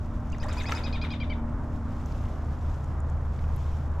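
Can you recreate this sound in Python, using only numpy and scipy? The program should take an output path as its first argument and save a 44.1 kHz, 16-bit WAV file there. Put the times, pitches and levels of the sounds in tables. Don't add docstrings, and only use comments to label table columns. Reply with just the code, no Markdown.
import sys
import numpy as np
from scipy import signal
from scipy.fft import rfft, irfft, next_fast_len
from scipy.io import wavfile
from scipy.ndimage import map_coordinates

SR = 44100
rng = np.random.default_rng(int(sys.argv[2]) if len(sys.argv) > 2 else 0)


def inscribe(sig):
    pcm = np.round(np.clip(np.atleast_2d(sig).T, -1, 1) * 32767)
    wavfile.write(sys.argv[1], SR, pcm.astype(np.int16))


N = 176400

# t/s, flutter f/Hz, level/dB of harmonics 3, 4, 5 and 6, swish level/dB
WINGBEATS = [(0.317, 820, -54, -73, -78, -61, -61.5), (.399, 853, -56, -75, -76, -50, -53),
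             (0.485, 852, -54, -71, -70, -47.5, -47), (.570, 837, -43, -57, -61, -45, -42.5),
             (.660, 850, -43.5, -53, -66, -43, -45), (.748, 853, -45.5, -61, -66, -42, -45.5),
             (.835, 848, -44.5, -58, -54, -42, -43.5), (0.925, 823, -41, -50, -50, -46, -43.5),
             (1.014, 822, -39, -48, -49, -47, -43), (1.103, 823, -39.5, -47, -49.5, -48, -44),
             (1.200, 797, -39, -45, -57, -53.5, -49), (1.297, 779, -37.5, -46, -61, -54, -51.5)]
WHISTLE_LENGTH = [(.3, 0.04), (1.1, 0.041), (1.3, 0.035)]
PITCH_RISE = [(.3, 0.0045), (.85, 0.0048), (.95, 0.0027), (1.3, 0.0032)]
FAINT_HARMONICS = [(2, -16), (7, -16.5), (8, -20.5)]
WHISTLE_DULLING = [(.48, -1.5), (.8, 0), (.95, 7.5), (1.3, 2)]
SWISH_EQ = [(600, -27), (1500, -5), (2200, -0.5), (3000, -1.5), (3700, 5), (4200, -10), (6000, -18.5),
            (9000, -36), (15000, -43.5)]
# t/s, churn level/dB, decay/s, spray level/dB
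WATER_SLAPS = [(0.43, -40.5, 0.012, -61.5), (0.488, -42, 0.03, -63), (.53, -48, 0.044, -55),
               (0.566, -48, 0.036, -65), (0.613, -46.5, 0.032, -61.5), (0.691, -36.5, 0.022, -59),
               (0.719, -39, 0.049, -53.5), (.765, -45, 0.1, -68.5), (.875, -64, 0.07, -66),
               (1.03, -44.5, 0.059, -71)]
CHURN_EQ = [(150, -4.5), (450, 2.5), (900, 1.5), (1400, 0), (2200, -4), (4000, -17.5), (7000, -30),
            (9000, -28), (14000, -41.5)]
SPRAY_EQ = [(1000, -20), (2500, 2), (5000, 1.5), (7500, 3), (8700, -15), (14000, -10)]
# f/Hz, level/dB
SMACK_EQ = [(500, -21), (2000, 8.5), (5500, -9.5), (9000, -32), (14000, -19)]
BUBBLE_RINGS = [(.329, 2700, -39, 0.029), (.347, 1900, -37, 0.019), (.43, 3000, -39, 0.017),
                (0.436, 1820, -32.5, 0.028), (.445, 805, -33, 0.087), (0.457, 1004, -31, 0.035),
                (.484, 1150, -33, 0.05), (.53, 607, -35.5, 0.044), (.571, 959, -35, 0.09),
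                (.643, 1710, -34, .03), (.656, 2140, -30, 0.019), (.695, 1970, -31, 0.012),
                (.718, 2950, -24.5, 0.0065), (0.7218, 1297, -22, 0.039), (.74, 902, -33, 0.088),
                (.881, 547, -32, 0.032), (.463, 602, -33.5, 0.092), (.612, 2090, -32.5, .035)]
FALLING_DROPS = [(0.3005, -48, 6280, -2), (0.3212, -40, 6170, 2), (0.383, -44, 6400, 2),
                 (0.434, -40, 5800, 6), (0.441, -43, 7630, -2), (0.429, -49, 10830, 6),
                 (0.5274, -37, 7030, 5), (0.5332, -38, 7300, 5), (0.622, -43, 6460, 7),
                 (0.484, -48, 7060, 1), (0.7085, -38, 7530, -1), (0.7198, -32, 5730, -1),
                 (1.124, -48, 7100, 0)]
BRIGHT_TICKS = [(2.0596, -37, 5950, 0.5), (2.065, -47, 12000, 5), (2.4483, -46.5, 7300, 5),
                (2.7436, -44, 6100, 0), (2.8437, -40.5, 6800, 4), (3.0031, -40, 7130, 7),
                (3.0989, -43, 7000, 5), (3.5627, -37.5, 11360, 4)]
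LOW_SNAPS = [(2.122, -49, 4300, 6), (2.252, -47.5, 2900, 2), (2.278, -51, 2400, 0), (3.389, -43, 2140, -13),
             (3.390, -51, 3870, -6), (3.440, -47.5, 2480, 8)]
RUSTLE_LEVEL = [(0, -66.5), (.16, -65), (.33, -66.5), (1.2, -71.5), (1.6, -68.5), (1.95, -64.5),
                (2.17, -59), (2.42, -65.5), (2.78, -62), (2.95, -67), (3.2, -68.5), (3.36, -62),
                (3.5, -62.5), (3.68, -59), (4, -68)]
RUSTLE_EQ = [(1200, -21), (2200, 7), (3400, 3.5), (4400, -1), (5500, 1), (7500, -2.5), (8600, -12),
             (13000, -10.5), (14500, -25)]
CURRENT_EQ = [(120, -20), (250, 5.5), (400, 0), (550, 0.5), (750, -0.5), (1050, -0.5), (1400, -6),
              (1900, -15), (2600, -29), (4000, -39), (8000, -43), (14000, -54)]
CURRENT_LEVEL = [(0, -46.5), (1, -44), (4, -44.5)]
RUMBLE_EQ = [(5, 8), (40, 11), (72, 5.5), (105, 8.5), (130, -0.5), (180, -3.5), (260, -9.5), (500, -57),
             (1500, -120)]
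RUMBLE_LEVEL = [(0, -33), (4, -31.5)]
DRONE_TONES = [(76.3, -35.5), (133.3, -47.5)]
DRONE_FADER = [(0, -3), (.7, 2), (1.7, -0.5), (2.3, 2), (3.3, 5)]
WHINE_TONES = [(154.5, -48), (231.6, -42.5), (269.2, -49), (308.5, -54), (607.6, -56)]
WHINE_FADER = [(0, 0), (.7, -2.5), (1.2, 2.5), (1.8, 1.5), (2.3, -4.5), (3, -13), (4, -15)]
ECHO_DECAY = [(300, 0.082), (3000, 0.39), (10000, .12)]
STEREO_LIKENESS = [(25, .94), (45, .98), (70, .998), (150, .998), (300, .985), (600, .88), (1200, .9),
                   (2500, .78), (8000, .75), (13000, .45)]

SPRAY_FALL_S = 0.06


def feather_whistle(t, s, hz, db3, db4, db5, db6):
    length = np.interp(s, *np.transpose(WHISTLE_LENGTH))
    rise_s = np.interp(s, *np.transpose(PITCH_RISE))
    progress = np.minimum(t / length, 1)
    arch = 1 - 0.222 * np.exp(-t / rise_s) - 0.056 * (progress - .45) - 0.19 * progress ** 8
    jitter = 0.0055 + .022 * np.exp(-t / .008)
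    phase = phase_of(hz * arch * (1 + jitter * wobble(900, len(t))))
    gate = np.clip(t / 0.0015, 0, 1) * np.clip((length - t) / 0.0038, 0, 1)
    dulling_db = np.interp(s, *np.transpose(WHISTLE_DULLING)) * (2 * progress - .55) + 20 * progress ** 4
    third_db = db3 - 9 * np.exp(-t / 0.0053)
    fourth_db = db4 - 9 * np.exp(-t / 0.0035) - 25 * np.maximum(progress - 0.48, 0)
    rough = [(5, db5), (6, db6)] + [(round(k), db6 + db) for k, db in FAINT_HARMONICS]
    harmonics = [(3, third_db, 0), (4, fourth_db, 0)] + [(k, db - dulling_db, 0.34) for k, db in rough]
    tone = np.zeros(len(t))
    for k, db, roughness_rad in harmonics:
        scatter = roughness_rad * wobble(900, len(t))
        shimmer_db = 2.5 * wobble(306, len(t))
        tone += amp(db - 0.5 + shimmer_db) * np.sin(k * phase + scatter)
    return gate * tone


def second_feather(t, hz, db):
    from_peak = t - .033
    glide_hz = 3670 * hz / 823 + 12280 * from_peak
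    chirp = np.sin(phase_of(glide_hz * (1 + 0.021 * wobble(700, len(t)))))
    swell = np.exp(-(from_peak / 0.0069) ** 2 / 2)
    return amp(db + 1.8 * wobble(270, len(t))) * swell * chirp


def wings():
    whistles, swish = np.zeros((2, N))
    t = np.arange(SR // 16) / SR
    for s, hz, *harmonic_db, swish_db in WINGBEATS:
        add(whistles, s, feather_whistle(t, s, hz, *harmonic_db))
        add(whistles, s, second_feather(t, hz, swish_db - 1.5))
        swish += amp(swish_db - 1) * burst(s + 0.036, rise_s=.006, fall_s=0.024)
    return (whistles + swish * rush(SWISH_EQ, grain_db=2)) * pan(db=4.0)


def splashes():
    churn = sum(amp(db) * burst(s, 0.0059, decay_s) for s, db, decay_s, _ in WATER_SLAPS)
    churn = churn * rush(CHURN_EQ, grain_db=4.5)
    smack = amp(-25) * burst(.72154, rise_s=0.00036, fall_s=0.0026) * rush(SMACK_EQ)
    spray = sum(amp(db) * burst(s, 0.0042, SPRAY_FALL_S) for s, _, _, db in WATER_SLAPS)
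    spray = spray * rush(SPRAY_EQ, grain_db=2.0)
    return churn + (smack + spray) * pan(db=2.0)


def bubbles(fizz_count=60):
    out, t = np.zeros(N), np.arange(SR // 10) / SR
    times = rng.uniform(.44, 1.0, fizz_count)
    fizz = [(s, 1097 * np.exp(0.412 * pitch), -40 + 2.5 * loudness, .025)
            for s, (pitch, loudness) in zip(times, rng.standard_normal((fizz_count, 2)))]
    for s, hz, db, t60 in BUBBLE_RINGS + fizz:
        envelope = amp(db - 60 * t / t60) * (1 - np.exp(-t / 0.00019))
        add(out, s, envelope * np.sin(2 * np.pi * hz * t * (1 + 0.088 * t / t60)))
    return out


def spatter(drops_per_slap=6):
    drops = [(s + SPRAY_FALL_S * abs(lag), db + 6.5 + 3 * loudness, 7250 * np.exp(0.33 * pitch), 2 * side)
             for s, _, _, db in WATER_SLAPS
             for lag, loudness, pitch, side in rng.standard_normal((drops_per_slap, 4))]
    return ticks(drops + FALLING_DROPS, gain_db=-1, decay_s=0.0022, width=0.19)


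def bank_echo(x):
    hz, t, spectrum = signal.stft(rng.standard_normal((2, SR // 2)), SR, nperseg=256)
    decay = amp(-60 * t / along(ECHO_DECAY, hz)[:, None])
    tail = signal.istft(spectrum * decay, SR, nperseg=256)[1]
    return signal.fftconvolve(x, tail / np.linalg.norm(tail[0]), axes=1)[:, :N]


def reeds(crackles_per_s=15):
    rustle = level(RUSTLE_LEVEL) * amp(1.17 * wobble(24.9)) * rush(RUSTLE_EQ, grain_db=2) * pan(db=3.0)
    draws = rng.standard_normal((round(crackles_per_s * N / SR), 3))
    crackles = []
    for s, (loudness, pitch, side) in zip(rng.uniform(0, N / SR, len(draws)), draws):
        rustle_db = np.interp(s, *np.transpose(RUSTLE_LEVEL))
        crackles.append((s, rustle_db + 4 * loudness, 7650 * np.exp(0.25 * pitch), 2 + 2 * side))
    return (rustle + ticks(crackles, gain_db=0, decay_s=0.0017, width=0.17)
            + ticks(BRIGHT_TICKS, gain_db=-2, decay_s=0.0012, width=0.24)
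            + ticks(LOW_SNAPS, gain_db=1.0, decay_s=0.0036, width=0.21))


def river():
    return level(CURRENT_LEVEL) * amp(0.51 * wobble(10)) * rush(CURRENT_EQ, grain_db=1.0) * pan(db=-0.54)


def wind():
    return level(RUMBLE_LEVEL) * rush(RUMBLE_EQ)


def engine():
    drone = level(DRONE_FADER) * hum(DRONE_TONES, flutter_db=0.75)
    whine = level(WHINE_FADER) * hum(WHINE_TONES, flutter_db=1.36)
    return drone + whine


def hum(tones, flutter_db, waver_hz=.4):
    out = np.zeros(N)
    for hz, db in tones:
        gain = np.sqrt(2) * amp(db + flutter_db * wobble(8.98))
        out += gain * np.sin(phase_of(hz + waver_hz * wobble(11.72)))
    return out


def ticks(rows, gain_db, decay_s, width):
    out, t = np.zeros((2, N)), np.arange(SR // 32) / SR
    bins_hz = np.fft.rfftfreq(len(t), 1 / SR)
    envelope = np.exp(-t / decay_s) * (1 - np.exp(-t / 0.00035))
    for s, db, hz, side_db in rows:
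        band = np.exp(-(np.log((bins_hz + 1) / hz) / width) ** 2 / 2)
        noise = unit(irfft(rfft(rng.standard_normal(len(t))) * band, len(t)))
        ring = np.sin(2 * np.pi * hz * t)
        add(out, s, pan(side_db) * amp(db + gain_db) * envelope * (0.58 * ring + .5 * noise))
    return out


def rush(eq, grain_db=0):
    def mid_side_gains(hz):
        angle = np.arccos(np.clip(along(STEREO_LIKENESS, hz), -1, 1)) / 2
        return amp(along(eq, hz)) * [np.cos(angle), np.sin(angle)]
    noise = rng.standard_normal((2, N)) * amp(grain_db * wobble(700))
    mid, side = filtered(noise, mid_side_gains)
    return unit(np.array([mid + side, mid - side]))


def amp(db):
    return 10 ** (np.asarray(db) / 20)


def unit(x):
    return x / np.sqrt(np.mean(x ** 2) + 1e-20)


def phase_of(hz):
    return 2 * np.pi * np.cumsum(hz) / SR


def along(points, hz):
    knots_hz, values = np.transpose(points)
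    return np.interp(np.log(hz + 1), np.log(np.abs(knots_hz) + 1), values)


def level(rows):
    return amp(np.interp(np.arange(N) / SR, *np.transpose(rows)))


def wobble(rate, size=N):
    knots = rng.standard_normal(int(size * rate / SR) + 4)
    return map_coordinates(knots, [np.arange(size) * rate / SR], mode="nearest")


def filtered(x, response):
    size = next_fast_len(N + SR // 2)
    return irfft(rfft(x, size) * response(np.fft.rfftfreq(size, 1 / SR)), size)[..., :N]


def pan(db):
    return amp(np.array([[db], [-db]]) / 2)


def add(track, s, sound):
    part = track[..., max(round(s * SR), 0):][..., :sound.shape[-1]]
    part += sound[..., :part.shape[-1]]


def burst(s, rise_s, fall_s):
    t = np.arange(N) / SR - s
    return np.exp(-np.abs(t) / np.where(t < 0, rise_s, fall_s))


def scene():
    duck = wings() + bubbles() + splashes() + spatter()
    return duck + amp(-12.5) * bank_echo(duck) + reeds() + river() + wind() + engine()


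def record(dry):
    return filtered(dry, lambda hz: hz < 14200)


dry = scene()
out = record(dry)
inscribe(out)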